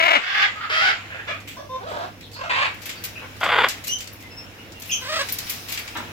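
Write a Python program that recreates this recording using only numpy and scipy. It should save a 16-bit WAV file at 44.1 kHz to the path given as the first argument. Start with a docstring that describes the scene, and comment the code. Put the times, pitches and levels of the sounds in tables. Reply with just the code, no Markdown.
"""Parrots squawk and mutter, near and far, in a bare indoor aviary. Each call follows the source-filter
principle: irregular pulses of the vocal folds and breath noise excite the resonances of windpipe and beak.
Small parakeets whistle thinly, and a beak and claws click on wooden toy blocks and cage wire.
Behind them lie a humming fan, distant chatter and a fine rustle. The walls add a short reverberation,
and a spaced pair of microphones receives the sounds with differences of time and level."""
import sys
import numpy as np
from scipy import signal
from scipy.fft import rfft, irfft, next_fast_len
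from scipy.io import wavfile
from scipy.ndimage import uniform_filter1d, map_coordinates

SR = 44100
rng = np.random.default_rng(int(sys.argv[2]) if len(sys.argv) > 2 else 0)


def transcribe(u):
    """Save the signal u as a 16-bit wav file named by the first command-line argument.

    u: samples, shape (n,) or (channels, n), limited to [-1, 1]; the rate is SR.
    q: integer samples, one column per channel.
    """
    v = np.clip(np.atleast_2d(u).T, -1, 1)
    q = np.round(v * 32767).astype(np.int16)
    wavfile.write(sys.argv[1], SR, q)


N = 270200

# Reverberation of the walls. Each row: frequency in Hz, time to decay by 60 dB in seconds.
WALL_T60 = [(300, 0.12), (2000, 0.27), (6000, 0.22), (14000, 0.084)]
# Likeness of the diffuse noise at the two microphones. Each row: frequency in Hz, coherence from 0 to 1.
COHERENCE = [(25, 1), (60, 0.1), (150, 0.9), (300, 0.92), (600, 0.58), (1200, 0.0057), (15000, 0.0074)]
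# Spectra of the background noises. Each row: frequency in Hz, relative level in dB.
FAN_SPECTRUM = [(12, -55), (20, -16), (98, -5), (129, -9.5), (312, -9.5), (409, -18), (431, -12),
                (955, -22.5), (1500, -52), (1950, -68), (3300, -120)]
CHATTER_SPECTRUM = [(350, -13), (600, -5.5), (1410, -1.5), (2640, 0), (4060, -11.5), (5940, -23),
                    (7000, -14), (9100, -37), (15400, -120)]
RUSTLE_SPECTRUM = [(2350, -12.5), (4000, -4.5), (4290, -9), (5480, -4), (7280, -16), (15400, -12),
                   (16500, -13)]
# Their envelopes. Each row: time in seconds, base level in dB.
FAN_LEVELS = [(0, -44), (.15, -63), (.5, -52), (1.3, -46), (5.9, -46), (6.13, -40)]
CHATTER_LEVELS = [(0, -45), (1.3, -43), (1.7, -60), (2.6, -50), (2.95, -42.5), (3.35, -44), (4.1, -48),
                  (4.4, -45.5), (4.8, -46), (5.1, -42), (6.13, -42)]
RUSTLE_LEVELS = [(0, -58.5), (1.5, -53.5), (2.6, -55.5), (2.9, -49), (4.7, -53), (5.0, -44), (5.3, -37),
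                 (5.6, -39.5), (6.13, -48)]

# Contacts of beak and claws. Each row: start in seconds, relative level in dB, gain of wood and wire
# in dB, gain of the fizz in dB, nominal time to decay by 60 dB in seconds.
CONTACTS = [(1.4026, -41, -2, -18, .1), (1.474, -40, 17.5, 1, 0.29), (1.5106, -54, 24, -9, 0.16),
            (1.8827, -48, 18, 1, 0.72), (2.208, -44.5, 15, -8, .12), (2.3134, -33.5, -3, -12, 0.31),
            (2.743, -47, -4, -3, .068), (2.8178, -32.5, 4, -8, 0.15), (2.855, -29, 7, 0.5, 0.23),
            (2.8919, -29.5, 14.5, -22, 0.14), (3.038, -24, 3.5, -1, 0.18), (3.2837, -61, -12, -3, 0.16),
            (3.3638, -42, -9, -7, .17), (3.4036, -37, 7, -9, .13), (3.436, -29, 10, -13, .15),
            (3.6845, -17, 2.5, -12, .18), (3.8383, -29, 3.5, -6, 0.2), (3.8689, -23, 0.5, -4, 0.22),
            (3.9844, -32, -11, -22, 0.082), (4.003, -27.5, 5.5, -12, 0.15), (4.0723, -37, 11, -29, 0.082),
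            (4.127, -53, -3, 14.5, 0.19), (4.203, -38.5, 3, -6, 0.21), (4.7212, -37, -14, -21, 0.033),
            (4.798, -39, -3, 0, 0.093), (4.819, -30.5, 2, -7, .17), (4.8506, -32.5, 2, 5, 0.52),
            (5.2854, -25, 7, -7, .19), (5.3231, -26, -12, 6, 0.056), (5.3854, -24, 5, -4.5, 0.089),
            (5.466, -35.5, 13.5, 0, 0.3), (5.4953, -21.5, 2.5, .5, 0.16), (5.527, -27.5, -4, -7, 0.26),
            (5.684, -23.5, 3, -3, 0.31), (5.721, -22, 4.5, -4, 0.22), (5.7743, -30, 18, -21, 0.1),
            (5.7888, -41, 2, 7.5, 0.11), (5.8763, -34.5, 15.5, -33, 0.094), (5.968, -27.5, -5, -17, .2)]
# Spectra of the parts of a contact. Each row: frequency in Hz, relative level in dB.
TICK_SPECTRUM = [(2350, -13), (4000, 8), (7660, 6), (9380, -7), (10500, -2), (13600, -1), (22000, -120)]
FIZZ_SPECTRUM = [(5880, -62), (10000, -6), (15000, 2), (15900, -31), (16500, -22)]
WOOD_SPECTRUM = [(470, -74), (800, -17), (1150, -9.5), (2290, 3.5), (3460, 0), (4320, -7.5), (5140, -11.5),
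                 (8000, -7.5), (10400, -54), (17600, -120)]
# Modes of cage wire and toy chain. Each row: mean frequency in Hz, relative level in dB,
# time to decay by 60 dB in seconds (capped at 0.1 when sounded).
WIRE_MODES = [(2500, -12, 0.26), (4900, -8, 0.073), (4500, 4, 0.27), (5220, -1, 0.38)]
# The clicking moves to the left. Each row: time in seconds, level of left over right in dB.
CONTACT_PAN = [(2.75, -1.2), (2.82, 2.5)]

# Parakeet whistles. Each row: start and length in seconds, first and last pitch in Hz, relative peak
# level in dB, level of the octave over the fundamental in dB, warble as a fraction of the pitch.
PARAKEET_WHISTLES = [(2.22, 0.089, 3640, 3450, -48.5, -30, 0.089), (2.32, 0.13, 4580, 4680, -46, -32, .074),
                     (2.82, .06, 5760, 5760, -53, -35, .01), (2.95, .08, 4560, 4650, -49, -30, .01),
                     (3.15, 0.071, 2710, 2600, -41, -35, 0.097),
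                     (3.88, 0.079, 2908, 2858, -30.5, -3.5, 0.0097),
                     (3.903, 0.081, 3050, 3083, -28.5, -2, 0.012),
                     (4.22, 0.072, 2080, 1980, -48, -36, 0.016), (4.3, .08, 2610, 2640, -55, 6, .008),
                     (4.36, .11, 2690, 2680, -52, 6, .008), (4.575, .085, 2880, 2930, -50, -28, .025),
                     (4.735, .09, 2790, 2770, -51, -25, .008), (4.889, 0.079, 2690, 2337, -32, -10.5, .05),
                     (4.907, 0.084, 3157, 2980, -29, 0, 0.052)]

# Pitch of the parrots' vocal folds, one curve a call. Each point: time in seconds, pulse rate in Hz.
FOLD_RATES = [
    [(0, 337), (.14, 312.8), (.165, 290), (.2, 153)],
    [(.2, 393), (.53, 412.6)],
    [(.53, 417.3), (.69, 431)],
    [(.693, 442.5), (.72, 641.4), (.79, 615.4), (.82, 765), (1.0, 745.5)],
    [(1.1, 789), (1.25, 800)],
    [(1.265, 382), (1.285, 602.4), (1.42, 599)],
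    [(1.565, 462), (1.59, 586), (1.62, 532), (1.64, 582), (1.68, 566)],
    [(1.688, 505), (1.72, 519.6), (1.8, 518)],
    [(1.77, 297), (1.82, 400.7), (1.87, 651), (1.9, 665), (1.915, 577), (1.925, 310.3), (2.05, 336.4),
     (2.12, 322.2)],
    [(2.35, 442), (2.39, 536), (2.405, 467), (2.445, 711), (2.49, 660)],
    [(2.493, 514), (2.62, 538.4), (2.76, 518)],
    [(3.2, 449.6), (3.29, 483)],
    [(3.405, 449.5), (3.425, 688.6), (3.49, 682.7), (3.52, 535), (3.645, 499), (3.67, 282), (3.69, 155)],
    [(5.01, 486.6), (5.07, 524), (5.13, 627.7), (5.18, 611), (5.245, 473.5)],
    [(5.95, 397.6), (6.12, 394)],
]
# Response of throat and beak, one curve a call. Each point: frequency in Hz, relative gain in dB.
THROAT_RESPONSES = [
    [(120, -93), (200, -47), (303, -22), (494, -2), (683, -8.5), (1130, -2.5), (2210, -3.5), (3670, -11.5),
     (4160, -21), (7550, -31.5), (9210, -44.5), (15000, -28)],
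    [(180, -69), (300, -31), (409, -11.5), (1250, -1.5), (2100, -1), (2360, -5.5), (2970, -6), (5090, -12),
     (8600, -41.5), (15000, -32)],
    [(240, -82), (400, -28), (443, -45), (1300, -9), (1440, -10.5), (4890, -26.5), (6000, -49), (7800, -85),
     (13200, -120)],
    [(210, -56), (350, -43), (416, -3.5), (561, -21), (607, -14.5), (744, -10.5), (973, -8.5), (1560, 0.5),
     (4840, -12), (9660, -38.5), (15000, -37)],
    [(350, -21), (600, -11), (894, -21), (1620, -7.5), (2390, -9), (5000, -37), (6500, -58), (11000, -120)],
    [(180, -53), (300, -12), (753, -8), (1050, -12), (1230, -7), (2420, -5.5), (2630, -9.5), (8000, -34),
     (10400, -68), (17600, -120)],
    [(240, -34), (400, -59), (601, 8), (2920, -27), (5850, -24), (7000, -44), (9100, -69), (15400, -120)],
    [(240, -61), (400, -44), (508, -3.5), (821, -15), (1060, 1.5), (1250, -25), (7000, -35.5), (9100, -63),
     (15400, -120)],
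    [(240, -56), (400, -3), (669, 0), (801, -2.5), (1660, -12), (2040, -30.5), (3620, -18.5), (5640, -30),
     (7000, -43), (9100, -42), (15400, -120)],
    [(210, -55), (350, -39), (568, 0), (788, -6), (1040, 0.5), (1640, -10), (2100, -11), (8000, -32),
     (10400, -69), (17600, -120)],
    [(210, -48), (350, -15.5), (789, 0.5), (876, 0.5), (1580, 1.5), (2470, 1), (4870, -11.5), (5560, -25),
     (7590, -22), (12000, -47), (15600, -79), (22000, -120)],
    [(210, -34), (350, -26), (484, -11), (633, -8), (3000, -14), (3900, -45), (6600, -120)],
    [(120, -51), (200, 1), (1460, 6), (2570, 3.5), (3560, 0), (4080, -14), (4840, -11.5), (5650, -46),
     (8090, -24), (9120, -44), (12000, -21.5), (15600, -69), (22000, -120)],
    [(240, -63), (400, -13), (607, -3), (714, -10), (1220, -1), (1500, -8), (1620, -4.5), (4830, -7),
     (8060, -24), (10000, -31), (13000, -51), (22000, -120)],
    [(150, -3), (250, 7), (402, -9), (727, -0.5), (875, 3.5), (4000, -6.5), (5200, -53), (8800, -120)],
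]
# Windpipe resonances, one list a call. Each entry: centre and half-width in Hz, boost in dB.
WINDPIPE_FORMANTS = [
    [(725, 60, 15), (2190, 110, 11), (2900, 120, 7), (4080, 150, 7), (5040, 250, 5)],
    [(1620, 120, 7), (2080, 120, 6), (2800, 200, 7), (3400, 200, 6)],
    [(1310, 80, 7), (2090, 80, 7)],
    [(750, 120, 5), (1450, 150, 6), (2250, 200, 6), (3150, 150, 6), (4900, 200, 5)],
    [(1600, 150, 5)],
    [(1300, 150, 5), (2430, 100, 7), (3400, 100, 6)],
    [(3500, 150, 12), (5800, 150, 10)],
    [(3630, 150, 16), (5700, 150, 12)],
    [(1650, 150, 5)],
    [(2650, 200, 6)],
    [(900, 200, 4), (2500, 300, 4)],
    [],
    [(780, 150, 5), (1100, 150, 6), (1450, 150, 6), (2100, 150, 5), (3350, 250, 6), (4600, 300, 5)],
    [(1600, 150, 6), (8100, 400, 10)],
    [],
]
# Delivery of the calls. Each row: attack length and time of release in seconds, relative levels after
# the attack and at release in dB, fade in dB per second, first and last roughness from 0 to 1, rattle
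# depth in dB, lead of the left channel in seconds, left over right in dB, reverberant over direct in dB.
CALLS = [(0, .168, -19.5, -18, 800, .15, .22, 1.2, .00045, 5.5, -9.5),
         (.01, .438, -35, -19, 800, .27, .18, 5, -.018, -1.5, 7.5),
         (.03, .652, -41, -31, 900, .27, .22, 5, .0001, -1.5, 2.5),
         (.008, .88, -26, -20.5, 280, .22, .4, 2.2, .00023, -1.5, .6),
         (.005, 1.214, -39, -38, 600, .77, .4, 5, .0002, -3, -.6),
         (.022, 1.3, -28.5, -30, 300, .15, .55, 4.5, .0002, -1.3, 6),
         (.005, 1.59, -39, -39, 150, .18, .1, 2.2, .00007, -.6, 1.2),
         (.008, 1.763, -40, -31, 540, .045, .03, .2, .00007, 0, -6.5),
         (.1, 2.04, -35, -32, 340, .05, .4, 3, .0003, -1.2, -2.5),
         (.04, 2.454, -35.5, -34, 80, .2, .18, 7, .0003, -.6, 0),
         (.003, 2.65, -25, -23, 380, .25, .65, 4.5, .0003, -.6, -2.5),
         (.005, 3.254, -44, -42, 750, .41, .64, 3, .0001, -.6, 0),
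         (.025, 3.645, -23, -18, 430, .5, .4, 2.5, -.00002, .6, -15),
         (.12, 5.218, -28, -26, 630, .1, .24, .8, -.0001, -.6, -8.5),
         (.002, 5.965, -32, -33, 190, .67, .8, 2.5, -.0001, .6, 1.5)]
# Runs in which the folds catch. Each row: first and last time in seconds, number of catches, depth in dB.
FOLD_CATCHES = [(.021, .127, 5, 14), (1.982, 1.982, 1, 12), (2.528, 2.645, 4, 11), (3.471, 3.555, 3, 13),
                (3.489, 3.573, 2, 7), (3.616, 3.63, 2, 9), (5.08, 5.188, 4, 8)]


def amp(db):
    """Amplitude ratio of a level in decibels."""
    return 10 ** (np.asarray(db) / 20)


def unit_rms(x):
    """Normalisation to a mean power of one."""
    return x / np.sqrt(np.mean(x ** 2) + 1e-20)


def at_frequency(points, hz):
    """Interpolation of (frequency, value) points on a logarithmic axis."""
    knots, values = np.transpose(points)
    return np.interp(np.log(hz + 1), np.log(knots + 1), values)


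def at_time(points, t):
    """Linear interpolation of (time, value) points."""
    return np.interp(t, *np.transpose(points))


def wobble(rate, size):
    """Smooth random modulation: a spline through `rate` Gaussian values a second."""
    knots = rng.standard_normal(int(size * rate / SR) + 4)
    return map_coordinates(knots, [np.arange(size) * rate / SR])


def coloured(x, spectrum, resonances=()):
    """Minimum-phase filtering by a spectral envelope with resonant peaks."""
    size = next_fast_len(x.shape[-1] + 4096)
    hz = np.fft.rfftfreq(size, 1 / SR)
    peaks_db = sum(boost / (1 + ((hz - centre) / width) ** 2) for centre, width, boost in resonances)
    gain_db = np.maximum(at_frequency(spectrum, hz), -90) + peaks_db
    cepstrum = irfft(np.log(amp(gain_db)), size)
    cepstrum[1:size // 2] *= 2  # folding onto positive time makes the filter causal
    cepstrum[size // 2 + 1:] = 0
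    return irfft(rfft(x, size) * np.exp(rfft(cepstrum)), size)[..., :x.shape[-1]]


def place(out, x, start, lead_s, pan_db, room_db):
    """Superposition: adds to `out` the direct sound and an exponentially decaying tail from the walls."""
    size, margin = SR // 2, 40  # samples
    hz, t, noise = signal.stft(rng.standard_normal((2, size)), SR, nperseg=256)
    decay = amp(-60 * t / at_frequency(WALL_T60, hz)[:, None])
    tail = signal.istft(noise * decay, SR, nperseg=256)[1][:, :size]
    tail = amp(room_db) * tail / np.linalg.norm(tail[0])
    tail = np.pad(tail, ((0, 0), (SR // 300, 0)))  # reflections travel a longer path
    side, length = np.array([[.5], [-.5]]), tail.shape[1]
    delay = margin - side * lead_s * SR
    direct = irfft(np.exp(-2j * np.pi * np.fft.rfftfreq(length) * delay), length)
    response = amp(side * pan_db) * (direct + tail)
    heard = signal.fftconvolve(np.atleast_2d(x), response, axes=1)[:, margin:]
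    first = round(start * SR)
    out[:, first:first + heard.shape[1]] += heard[:, :N - first] / np.sqrt(1 + amp(2 * room_db))


def diffuse_noise(spectrum, patchy_db):
    """A diffuse field: noise of rms 1, uneven in time and frequency, coherent only at low frequencies."""
    noise = signal.stft(rng.standard_normal((2, N)), nperseg=512)[2]
    patches = uniform_filter1d(rng.standard_normal(noise.shape[1:]), size=5, axis=0)
    patches = unit_rms(uniform_filter1d(patches, size=10, axis=1))
    angle = np.arccos(at_frequency(COHERENCE, np.fft.rfftfreq(512, 1 / SR)))[:, None] / 2
    mid, side = noise * amp(patchy_db * patches) * [np.cos(angle), np.sin(angle)]
    stereo = signal.istft(np.array([mid + side, mid - side]), nperseg=512)[1][:, :N]
    return unit_rms(coloured(stereo, spectrum))


def swell(levels, drive, gain_db, lag_s):
    """Incoherent powers add: the rms of a base level plus the exponentially smoothed power of `drive`."""
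    base_db = at_time(levels, np.arange(N) / SR)
    pole = np.exp(-1 / (lag_s * SR))
    trailing_power = signal.lfilter([1 - pole], [1, -pole], np.mean(drive ** 2, axis=0))
    return np.sqrt(amp(2 * base_db) + amp(2 * gain_db) * trailing_power)


def fan():
    """A tone over broadband noise: mains hum at 100 Hz wavers within the fan's rumble."""
    t = np.arange(N) / SR
    hum_gain = amp(-0.5 + 1.1 * wobble(4.45, N))
    hum = hum_gain * np.sin(2 * np.pi * 100 * t + 0.5 * wobble(10, N) + [[.05], [-.05]])
    rumble = diffuse_noise(FAN_SPECTRUM, patchy_db=-0.73)
    return amp(at_time(FAN_LEVELS, t) + [[-.8], [.8]]) * (rumble + hum)


def far_chatter(calls):
    """Reverberation blurs distant birds into a murmur that swells after each call."""
    murmur = diffuse_noise(CHATTER_SPECTRUM, patchy_db=1.4)
    envelope = swell(CHATTER_LEVELS, calls, gain_db=-16.5, lag_s=0.053)
    return envelope * amp(0.34 * wobble(8, N)) * murmur


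def rustle(clicks):
    """Amplitude-modulated noise: a fine rustle, stirred by each click."""
    hiss = diffuse_noise(RUSTLE_SPECTRUM, patchy_db=1.3)
    envelope = swell(RUSTLE_LEVELS, clicks, gain_db=-14, lag_s=0.074)
    return envelope * amp(0.73 * wobble(11, N)) * hiss


def wire_ring(t):
    """Free vibration: damped modes of the wire, scattered in level and pitch at each contact."""
    ring = np.zeros(len(t))
    for hz, level_db, t60 in WIRE_MODES:
        envelope = amp(level_db + rng.normal(0, 2.7) - 60 * t / min(t60, .1))
        ring += envelope * np.sin(2 * np.pi * hz * rng.normal(1, 0.0336) * t)
    return ring


def beak_and_claws():
    """Impact excitation: each contact gives a scratchy tick, a duller knock of wood and a ring of wire."""
    out, t = np.zeros((2, N)), np.arange(SR // 4) / SR
    for start, level_db, wood_db, fizz_db, t60 in CONTACTS:
        snap, fizz, wood = (unit_rms(coloured(rng.standard_normal((2, len(t))), spectrum))
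                            for spectrum in (TICK_SPECTRUM, FIZZ_SPECTRUM, WOOD_SPECTRUM))
        scratch = amp(5.7 * wobble(240, len(t)) - 60 * t / t60) + 2.9 * amp(-60 * t / 0.041)
        onset = 1 - np.exp(-t / (.12 * t60 ** 2))  # long scrapes set in more softly than short snaps
        tick = (snap + amp(fizz_db + 4.5) * fizz) * scratch * onset
        knock = wood * amp(-60 * t / (1.03 * t60)) * (1 - np.exp(-t / 0.0012))
        click = amp(level_db - 11.5) * (tick + amp(wood_db) * (knock + amp(-11) * wire_ring(t)))
        place(out, click, start, lead_s=0.000147, pan_db=at_time(CONTACT_PAN, start), room_db=-4)
    return out


def parakeets():
    """Frequency and amplitude modulation make a tone of three harmonics waver, deep in the room."""
    out = np.zeros((2, N))
    for start, length, first_hz, last_hz, peak_db, octave_db, warble in PARAKEET_WHISTLES:
        progress = np.linspace(0, 1, round(length * SR))
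        size = len(progress)
        hz = first_hz + (last_hz - first_hz) * progress
        level_db = peak_db + np.interp(progress, [0, 0.3, 1], [-1, 0, -23.5])
        phase = 2 * np.pi * np.cumsum(hz * (1 + warble * wobble(504.6, size))) / SR
        overtones = np.sin(2 * phase) + amp(-21) * np.sin(3 * phase)
        tone = amp(level_db + 7.5) * (np.sin(phase) + amp(octave_db) * overtones)
        flutter = amp(20 * warble * wobble(310, size))
        whistle = tone * flutter * signal.windows.tukey(size, .3)
        place(out, whistle, start, lead_s=.00003, pan_db=.9, room_db=4)
    return out


def vocal_folds(hz, roughness):
    """A vibrating valve chops the breath into uneven pulses; returns the sound and its phase in cycles."""
    jitter = 0.302 * wobble(400, len(hz))
    drift = .12 * wobble(35, len(hz))
    cycle = np.cumsum(hz * (1 + roughness * (jitter + drift))) / SR
    shimmer = amp(9 * roughness * rng.uniform(-1, 1, int(cycle[-1]) + 2)[cycle.astype(int)])
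    harmonic = np.arange(1, 41)[:, None]
    # the folds peel shut, so higher overtones come later in the cycle
    partials = np.cos(2 * np.pi * harmonic * (cycle - .5 - .022 * harmonic))
    pulses = -unit_rms(np.sum(partials * (harmonic * hz < SR / 3), axis=0))
    breath = unit_rms(rng.standard_normal(len(hz)) * np.sin(np.pi * cycle) ** 4)
    return shimmer * (np.sqrt(1 - roughness ** 2) * pulses + roughness * breath), cycle


def parrots(attack_rise_db=14.5, catch_s=.003, catch_scatter_s=.002):
    """Source and filter: the folds, rattling and catching, drive the resonances of windpipe and beak."""
    out = np.zeros((2, N))
    catches = [(when + catch_scatter_s * rng.normal(), depth_db)
               for first, last, count, depth_db in FOLD_CATCHES for when in np.linspace(first, last, count)]
    for rates, call, throat, formants in zip(FOLD_RATES, CALLS, THROAT_RESPONSES, WINDPIPE_FORMANTS):
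        attack, release, held_db, release_db, fade_rate, rough_in, rough_out, rattle_db, *position = call
        t = np.arange(rates[0][0], rates[-1][0], 1 / SR)
        hz = at_time(rates, t)
        source, cycle = vocal_folds(hz, roughness=np.linspace(rough_in, rough_out, len(t)))
        rattle = amp(rattle_db * wobble(108.4, len(t)))
        voice = coloured(source * rattle, throat, formants)
        # breath pressure holds the loudness steady over a few dozen cycles
        voice /= np.sqrt(np.abs(uniform_filter1d(voice ** 2, size=SR // 30)) + 1e-12)
        voice *= amp(-sum(depth_db * np.exp(-((t - when) / catch_s) ** 2) for when, depth_db in catches))
        # slackening folds let a low croak through from the chest
        croak = 0.25 * np.clip((305 - hz) / 60, 0, 1) * np.sin(2 * np.pi * cycle)
        effort_db = np.interp(t, [t[0], t[0] + attack, release],
                              [held_db - attack_rise_db, held_db, release_db])
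        effort_db -= fade_rate * np.maximum(t - release, 0)
        fade_in = (t - t[0]) / .003 + (t[0] == 0)  # a call at time zero is already sounding
        fade_out = (t[-1] - t) / .01
        edges = np.clip(np.minimum(fade_in, fade_out), 0, 1)
        place(out, (voice + croak) * amp(effort_db + 4) * edges, t[0], *position)
    return out


def scene():
    """Linear superposition: the pressures of all sources add at the two microphones."""
    calls, clicks = parrots(), beak_and_claws()
    return fan() + far_chatter(calls) + rustle(clicks) + clicks + parakeets() + calls


def record(dry):
    """Soft saturation rounds off the highest peaks, and a low-pass filter limits the band."""
    size, cutoff_hz = next_fast_len(N + SR // 4), 15900
    rounded = dry / (1 + np.abs(dry) ** 5) ** (1 / 5)
    passband = np.fft.rfftfreq(size, 1 / SR) < cutoff_hz
    return irfft(rfft(rounded, size) * passband, size)[:, :N]


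dry = scene()
out = record(dry)
transcribe(out)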